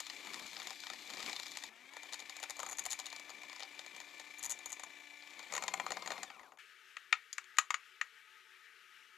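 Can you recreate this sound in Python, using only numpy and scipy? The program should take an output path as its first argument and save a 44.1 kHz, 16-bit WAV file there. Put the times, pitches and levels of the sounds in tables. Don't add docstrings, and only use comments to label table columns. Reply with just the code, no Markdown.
import sys
import numpy as np
from scipy import signal
from scipy.io import wavfile
from scipy.ndimage import uniform_filter1d

SR = 44100
rng = np.random.default_rng(int(sys.argv[2]) if len(sys.argv) > 2 else 0)


def digitize_waveform(pressure):
    field = np.atleast_2d(pressure).T
    bounded = np.clip(field, -1, 1)
    quanta = np.round(bounded * 32767).astype(np.int16)
    wavfile.write(sys.argv[1], SR, quanta)


def attenuation_scalar(level_db):
    decades = np.asarray(level_db, float) / 20
    return 10 ** decades


N = 404396

# t/s, f/Hz
SHAFT = [(0, 292.3), (1.685, 293), (1.695, 213), (1.76, 229), (1.9, 276), (2.0, 296), (2.3, 293.3),
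         (3.1, 291.6), (4.05, 294.3), (4.75, 293.4), (4.95, 291), (5.5, 293), (5.515, 176.5),
         (6.215, 175.5), (6.33, 123), (6.42, 82), (6.5, 48), (6.58, 25)]
# t/s, whir of fan and gears level/dB, slosh of batter level/dB, splash level/dB
EFFORT = [(0.0, -59, -75, -57.5), (0.308, -52.5, -56, -61), (0.5, -56, -62.5, -56), (.69, -54, -62, -58.5),
          (.8, -58, -69.5, -58), (1.1, -55.5, -62.5, -59), (1.27, -48, -58.5, -57),
          (1.4, -57.5, -65.5, -56), (1.685, -56.5, -68, -61.5), (1.7, -64.5, -70, -91),
          (2.11, -56.5, -68, -79), (2.5, -57, -68.5, -66), (2.67, -65, -59, -57.5), (2.8, -56, -66.5, -78),
          (3.4, -57.5, -67, -74), (4.16, -59, -67.5, -67), (4.7, -57.5, -67, -79), (5.12, -59.5, -72, -84),
          (5.5, -56.5, -64.5, -69), (5.515, -57, -54.5, -83), (6.035, -57, -55, -76),
          (6.133, -54, -51, -69), (6.3, -61.5, -61.5, -75), (6.45, -73, -65, -72), (6.58, -76, -56, -74)]
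# from t/s, shaft hum level/dB,
# gear whine level/dB, commutator whine level/dB, thud re knock level/dB, tick re glass ring level/dB
STAGES = [(0, -75.5, -65.5, -68, -6.5, -8), (1.69, -78, -69, -72.5, -6, -8),
          (1.88, -75.5, -63.5, -72, -2, -9), (5.51, -74.5, -80, -62, -1.5, -14.5),
          (6.235, -100, -90, -64, -3, -10), (6.6, -120, -120, -120, -25, -14)]
GEARING = 19.4
WIRES = 8
THICK_S, FADED_S = 1.69, 6.586


def mixer():
    t = np.arange(N) / SR
    shaft_hz = curve(SHAFT, 1) * (1 + .0007 * drift(.05))
    turns = np.cumsum(shaft_hz) / SR
    beater = 2 * np.pi * turns / GEARING
    throb = np.cos(2 * beater) + .6 * np.cos(4 * beater) + .5 * np.cos(2 * np.pi * turns / 5)
    running = motor_whine(shaft_hz, turns, throb) + fan_whir(throb) + batter(turns) + mains_buzz()
    return running * np.interp(t, [6.46, FADED_S], [1, 0])


def motor_whine(shaft_hz, turns, throb):
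    # multiple of shaft f, level/dB
    order_groups = [
        [(1, 0), (2, -8), (3, -1), (4, -3), (5, -4)],
        [(6, -4), (7, -8), (8, 0), (10, -12), (13, -13), (14, -12)],
        [(12, 0), (24, -2), (48, -19)],
    ]
    # f/Hz, level/dB
    case = [(700, -12), (1050, -2), (1500, -6), (2050, 0), (2400, 0), (2750, -5), (3500, 1), (4300, -4),
            (5200, -15), (7300, -9), (9000, -45)]
    whine, t = 0, np.arange(N) / SR
    for column, (orders, throb_db) in enumerate(zip(order_groups, (1.1, 4.4, 1.5)), 1):
        for multiple, db in orders:
            case_db = np.interp(multiple * shaft_hz, *np.transpose(case)) * (column > 1)
            level_db = stage(column, t) + db + case_db + throb_db * throb + 1.1 * drift(.025)
            tone = np.cos(2 * np.pi * (multiple * turns + rng.random()))
            whine = whine + np.sqrt(2) * attenuation_scalar(level_db) * tone
    return whine


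def fan_whir(throb):
    # f/Hz, level/dB per Hz
    whir_spectrum = [(700, -74), (1500, -16), (1750, -8.5), (2150, -3.5), (2340, 4), (2600, -8.5),
                     (3490, -10), (5300, -17), (7000, -15.5), (7700, -18.5), (8600, -26.5), (14000, -29.5)]
    return noise(whir_spectrum, 1.2) * attenuation_scalar(curve(EFFORT, 1) + 1.2 * throb + 1.5 * drift(.004))


def batter(turns):
    # f/Hz, level/dB per Hz
    slosh_spectrum = [(60, -70), (120, -29), (200, -3.5), (450, -2.5), (850, 1.5), (1150, 3.5), (1500, -10),
                      (2500, -24)]
    # f/Hz, level/dB per Hz
    glug_spectrum = [(100, -70), (190, -0.5), (330, 5.5), (600, -26)]
    # f/Hz, level/dB per Hz
    splash_spectrum = [(2500, -20), (3500, 0), (4300, 1.5), (5300, -6.5), (7500, -5.5), (9000, -20.5),
                       (13300, -17), (15000, -28)]
    thin = np.arange(N) / SR < THICK_S
    passes = WIRES * turns / GEARING
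    slosh = noise(slosh_spectrum, 1.7) + attenuation_scalar(-7.5) * thin * noise(glug_spectrum, 2.3)
    slosh *= attenuation_scalar(curve(EFFORT, 2)) * slaps(passes / 2, 4, .012)
    splash = noise(splash_spectrum, 1.5) * attenuation_scalar(curve(EFFORT, 3)) * slaps(passes, 5, .0025)
    return slosh + splash


def slaps(passes, spread_db, seconds):
    puffs = np.diff(np.floor(passes + .3 * drift(.01)), prepend=0) > 0
    puffs = puffs * attenuation_scalar(spread_db * rng.standard_normal(N))
    return evened(signal.lfilter([1], [1, -np.exp(-1 / (seconds * SR))], puffs) + 0.76)


def mains_buzz():
    # f/Hz, level/dB
    harmonics = [(240, -104), (360, -81.5), (720, -79.5)]
    t = np.arange(N) / SR
    powered = np.interp(t, [6.2, 6.26], [1, 0])
    buzz = sum(attenuation_scalar(db + 2.4 * drift(.04)) * np.sin(2 * np.pi * f * t) for f, db in harmonics)
    return np.sqrt(2) * powered * buzz


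def stage(column, s):
    rows = np.array(STAGES)
    return rows[np.searchsorted(rows[:, 0], s, "right") - 1, column]


def knocks():
    # f/Hz, level/dB, t60/s
    bowl_modes = [
        [(529, -3, 0.014), (764, -6.5, 0.07), (885.4, -4.5, 0.045), (1008, -2.5, 0.04)],
        [(1222.6, 4.5, 0.028), (1430, -3.5, 0.042), (1908, 11.5, 0.019), (2172, 5.5, 0.023), (2410, 0.5, 0.027)],
        [(2936, -8, 0.051), (3698, 4.5, 0.043), (4213, 13.5, 0.011), (4710, 6.5, 0.018)],
        [(5800, -13, 0.011), (6720, -4.5, 0.049), (6717, 4.5, 0.025), (7150, -2, 0.027)],
        [(8900, 1, .02), (10600, -3, .025), (10170, 0, 0.027), (12700, -16, 0.013)],
    ]
    # low f/Hz, high f/Hz, level/dB re the ringing
    contact_bands = [(516, 1240, -3.5), (1065, 3020, -6.5), (2830, 5440, 0.5), (5860, 7900, -4),
                     (7040, 13200, 2.5)]
    s, levels = strikes()
    t = np.arange(4000) / SR
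    onset = slice(260)
    blows = np.zeros((len(s), len(t)))
    for modes, (low_hz, high_hz, crack_db), level_db in zip(bowl_modes, contact_bands, levels):
        hz, db, t60 = np.transpose(modes)[:, None, :, None]
        mix, shift, phase = np.moveaxis(rng.standard_normal((len(s), len(modes), 1, 3)), 3, 0)
        detune = 1 + 0.012 * shift * (hz < 5000)
        decay = attenuation_scalar(db + 4.25 * mix - 60 * t / t60)
        ring = (decay * np.sin(2 * np.pi * hz * detune * t + phase)).sum(1)
        burst = rng.standard_normal(blows.shape) * (attenuation_scalar(-60 * t / .012) + .17 * attenuation_scalar(-60 * t / .06))
        burst = filtered(burst, 3, [low_hz, high_hz], "band")
        part = ring / ring[:, onset].std() + attenuation_scalar(crack_db) * burst / burst[:, onset].std()
        part *= np.minimum(t / (0.00073 + 0.98 / low_hz), 1)
        part = filtered(part, 2, .68 * low_hz, "high")
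        blows += attenuation_scalar(level_db)[:, None] * part / part[:, onset].std(1, keepdims=True)
    blows = filtered(blows, 2, 330, "high")
    jolt = attenuation_scalar(levels[4] - 15) * (s > 1.7) * (s < FADED_S)
    thump = np.sin(2 * np.pi * 62 * t) * attenuation_scalar(-60 * t / 0.054) * np.minimum(t / 0.00084, 1)
    blows += jolt[:, None] * thump
    out = np.zeros(N + len(t))
    np.add.at(out, np.round(s * SR).astype(int)[:, None] + np.arange(len(t)), blows)
    return out[:N]


def strikes():
    # t/s, wires that strike in a row, knock level/dB, clack level/dB, ring level/dB
    contacts = [(.002, 1, -46, -44, -43.5), (0.0667, 1, -54, -49.5, -53.5), (0.0987, 1, -49.5, -43, -57),
                (.27, 1, -48.5, -50.5, -57), (.334, 2, -53, -43.5, -51), (0.3952, 1, -52, -53, -53),
                (.465, 1, -61, -53, -58), (.5316, 1, -53, -53, -60), (.566, 1, -50.5, -44.5, -64),
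                (.5994, 1, -49, -47, -55), (.6178, 1, -50, -49.5, -66), (0.6703, 1, -48.5, -44.5, -47.5),
                (.705, 1, -48, -45.5, -52.5), (.836, 1, -51, -48.5, -60), (0.8678, 1, -48.5, -45, -57),
                (0.8999, 1, -44.5, -44.5, -52), (0.9334, 1, -48.5, -49.5, -56), (1.101, 1, -50.5, -49, -54),
                (1.1352, 1, -50, -48, -54), (1.1698, 1, -51.5, -48.5, -58), (1.2026, 1, -50, -46, -54),
                (1.2268, 1, -49, -45.5, -53), (1.2616, 1, -49, -43.5, -52.5), (1.2954, 1, -48.5, -44, -52),
                (1.3294, 1, -49, -42.5, -53), (1.3628, 1, -50, -40.5, -52), (1.3974, 1, -50, -43, -50),
                (1.4316, 1, -52, -47, -55), (1.4656, 1, -55, -47, -54), (1.517, 1, -58, -49.5, -54),
                (1.5705, 1, -47, -44.5, -45.5), (1.6367, 1, -47.5, -45, -50.5), (1.935, 1, -60, -58, -60),
                (1.9667, 1, -48, -53.5, -56), (2.0316, 1, -55.5, -53.5, -54.5),
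                (2.1247, 3, -54.5, -45, -48.5), (2.1927, 2, -57, -47.5, -51.5), (2.2954, 1, -54, -46, -51),
                (2.3658, 1, -56, -51.5, -51.5), (2.3998, 1, -54.5, -59, -53.5), (2.428, 2, -47, -45, -43.5),
                (2.4967, 2, -50.5, -49, -44.5), (2.567, 1, -59, -57, -53), (2.5917, 2, -46.5, -50, -44.5),
                (2.6302, 1, -44, -54, -47), (2.663, 1, -48.5, -52, -46.5), (2.688, 2, -52, -64, -45.5),
                (2.7118, 3, -53, -54, -46.5), (2.771, 1, -68, -72, -51), (2.7843, 2, -52, -45.5, -38.5),
                (2.838, 1, -74, -62, -52), (2.8535, 2, -48, -44.5, -39), (2.8987, 1, -65, -60, -53),
                (2.9044, 4, -57, -45.5, -40), (2.9896, 2, -51.5, -44.5, -45), (3.057, 2, -58, -45.5, -48),
                (3.101, 1, -66, -51, -58), (3.127, 1, -51, -48, -54), (3.162, 1, -57.5, -49.5, -53),
                (3.196, 1, -56.5, -52.5, -54), (3.2934, 2, -57, -52, -54), (3.433, 1, -53.5, -55.5, -61),
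                (3.4964, 1, -56, -51, -59), (3.529, 1, -53.5, -53.5, -60), (3.561, 1, -54.5, -51.5, -60),
                (3.595, 2, -54, -49.5, -56), (3.6232, 2, -52, -43, -60), (3.792, 1, -51.5, -45, -54.5),
                (3.862, 1, -55.5, -53, -57), (3.9631, 1, -56, -56, -55), (4.0014, 1, -52.5, -51, -53.5),
                (4.1968, 1, -52.5, -50.5, -53), (4.384, 2, -59, -67, -50), (4.4278, 5, -58.5, -53.5, -40),
                (4.495, 4, -57, -52, -39.5), (4.589, 1, -62, -56, -53.5), (4.6582, 1, -50.5, -50, -42.5),
                (4.694, 2, -63, -67, -52), (4.719, 2, -57, -55, -43), (4.7956, 1, -52, -54, -51.5),
                (4.834, 1, -50.5, -52.5, -47.5), (5.223, 1, -65, -55.5, -74), (5.2737, 1, -73, -57, -75),
                (5.306, 1, -74, -60, -67), (5.392, 1, -53.5, -50.5, -55), (5.4274, 1, -59, -56, -63),
                (5.523, 5, -45, -45.5, -42), (5.623, 2, -44, -45.5, -43), (5.6797, 1, -38.5, -40.5, -40),
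                (5.7381, 1, -35.5, -45, -38.5), (5.798, 1, -36, -47, -48), (5.864, 1, -39.5, -48, -50),
                (5.9049, 2, -42.5, -43, -42), (5.9688, 1, -43, -47, -55), (6.0218, 1, -49, -48, -56),
                (6.0605, 2, -46.5, -47.5, -48.5), (6.104, 2, -42, -44.5, -49.5), (6.1787, 1, -49, -54, -64),
                (6.231, 1, -45, -46, -43.5), (6.3018, 1, -50.5, -57, -68), (6.394, 1, -54, -70, -69),
                (6.431, 1, -57.5, -76, -72), (6.52, 1, -57.5, -77, -72), (6.5723, 1, -62, -76, -72),
                (6.9677, 1, -41, -57, -59), (7.1261, 1, -22, -33.5, -42), (7.3285, 1, -56.5, -46, -42.5),
                (7.3808, 1, -36.5, -49, -46), (7.4414, 1, -65, -64, -63), (7.569, 1, -49.5, -59, -54),
                (7.5847, 1, -22, -33, -27.5), (7.7048, 1, -30, -44.5, -40.5),
                (7.7417, 1, -30, -43.5, -41.5), (8.0125, 1, -30, -50, -47)]
    # knock, clack and ring level/dB
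    graze_levels = [-55.5, -53, -59]
    graze_share = 0.34
    graze_per_splash = 0.85
    dig_db, dig_thud_db = 1.5, -0.5
    clip_db = -3
    uneven_db = 1.5
    coasting_s = STAGES[4][0]
    rows = []
    for s, wires, knock_db, clack_db, ring_db in contacts:
        gap = GEARING / WIRES / np.interp(s, *np.transpose(SHAFT))
        in_row = wires > 1.5
        for k in range(round(wires)):
            first_db = clip_db * in_row * (k == 0)
            rows.append((s + k * gap, dig_thud_db * k, knock_db + dig_db * k,
                         clack_db + first_db, ring_db + first_db, in_row))
    half_turns = np.cumsum(curve(SHAFT, 1)) / SR / GEARING * 2
    at = np.flatnonzero(np.diff(np.floor(half_turns)))
    at = at[(rng.random(len(at)) < graze_share) & (at < coasting_s * SR)]
    splash_db = curve(EFFORT, 3)
    for k in at:
        graze_db = graze_levels + graze_per_splash * (splash_db[k] - splash_db.max())
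        rows.append((k / SR, 0, *graze_db, 2))
    s, low_db, knock_db, clack_db, ring_db, uneven = np.transpose(rows)
    thud_db = knock_db + low_db + stage(4, s)
    tick_db = ring_db + stage(5, s)
    levels = np.array([thud_db, knock_db, clack_db, ring_db, tick_db])
    return s, levels + uneven_db * uneven * rng.standard_normal((len(s), 5)).T


def room(x):
    t = np.arange(9000) / SR
    tail = rng.standard_normal(len(t)) * attenuation_scalar(-60 * t / 0.15) * (t > .004)
    tail = signal.lfilter([1], [1, -.4], tail)
    return signal.oaconvolve(x, tail / np.linalg.norm(tail))[:N]


def kitchen():
    # f/Hz, level/dB per Hz
    kitchen_spectrum = [(60, -53), (160, -29), (350, -23), (700, -27.5), (1050, -19.5), (1230, -5.5),
                        (1750, -0.5), (2300, -5.5), (2900, -5.5), (4500, -16), (6800, -19.5), (9000, -26),
                        (13600, -28), (15000, -70)]
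    # f/Hz, width/Hz, level/dB
    fuzzy_tones = [(373, 8.7, -87.5), (447, 32, -88), (880, 14, -87), (1263, 17, -76), (2300, 38, -75)]
    t = np.arange(N) / SR
    out = attenuation_scalar(-62.5 + .8 * drift(.05)) * noise(kitchen_spectrum, 1.2)
    for hz, width, db in fuzzy_tones:
        out += attenuation_scalar(db) * drift(1 / (2 * width)) * np.sqrt(2) * np.sin(2 * np.pi * hz * t)
    return out * (1 + 1.5 * np.exp(-abs(t - FADED_S) / 0.042)) * (t > FADED_S)


def channel_hiss():
    # f/Hz, level/dB per Hz
    hiss_spectrum = [(40, -4), (150, -20), (6000, -14), (15000, 0)]
    dip = np.interp(np.arange(N) / SR, [6.4, 6.56, FADED_S, 6.6], [0.92, 0.21, 0.23, 1])
    return np.array([noise(hiss_spectrum, 1.0), noise(hiss_spectrum, 1.6)]) * attenuation_scalar(-78) * dip


def noise(points, patchy_db):
    hz = np.fft.rfftfreq(1024, 1 / SR)
    real, imag, patches = rng.standard_normal((N // 256 + 5, 513, 3)).T
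    patches = evened(uniform_filter1d(uniform_filter1d(patches, 10, axis=0), 10, axis=1))
    f, db = np.transpose(points)
    shape_db = np.interp(np.log(hz + 1), np.log(f + 1), db)[:, None] + patchy_db * patches
    spectra = (real + 1j * imag) * attenuation_scalar(shape_db)
    return evened(signal.istft(spectra, nperseg=1024, noverlap=768)[1][:N])


def drift(seconds):
    size = max(round(seconds * SR), 2)
    return evened(uniform_filter1d(uniform_filter1d(rng.standard_normal(N), size), size))


def evened(x):
    return x / np.sqrt(np.mean(x ** 2) + 1e-20)


def curve(rows, column):
    rows = np.array(rows)
    return np.interp(np.arange(N) / SR, rows[:, 0], rows[:, column])


def filtered(x, order, hz, kind):
    return signal.sosfilt(signal.butter(order, hz, kind, fs=SR, output="sos"), x)


def scene():
    taps = knocks()
    near = mixer() + taps + attenuation_scalar(-16.5) * room(taps) + kitchen()
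    side = attenuation_scalar([[0], [-9.3]])
    return near * 2 * side / side.sum()


def low_pass(x):
    return signal.sosfilt(signal.butter(12, 15120, fs=SR, output="sos"), x)


def record(dry):
    mix = filtered(dry + channel_hiss(), 14, 13900, "low")
    return low_pass(mix)


dry = scene()
out = record(dry)
digitize_waveform(out)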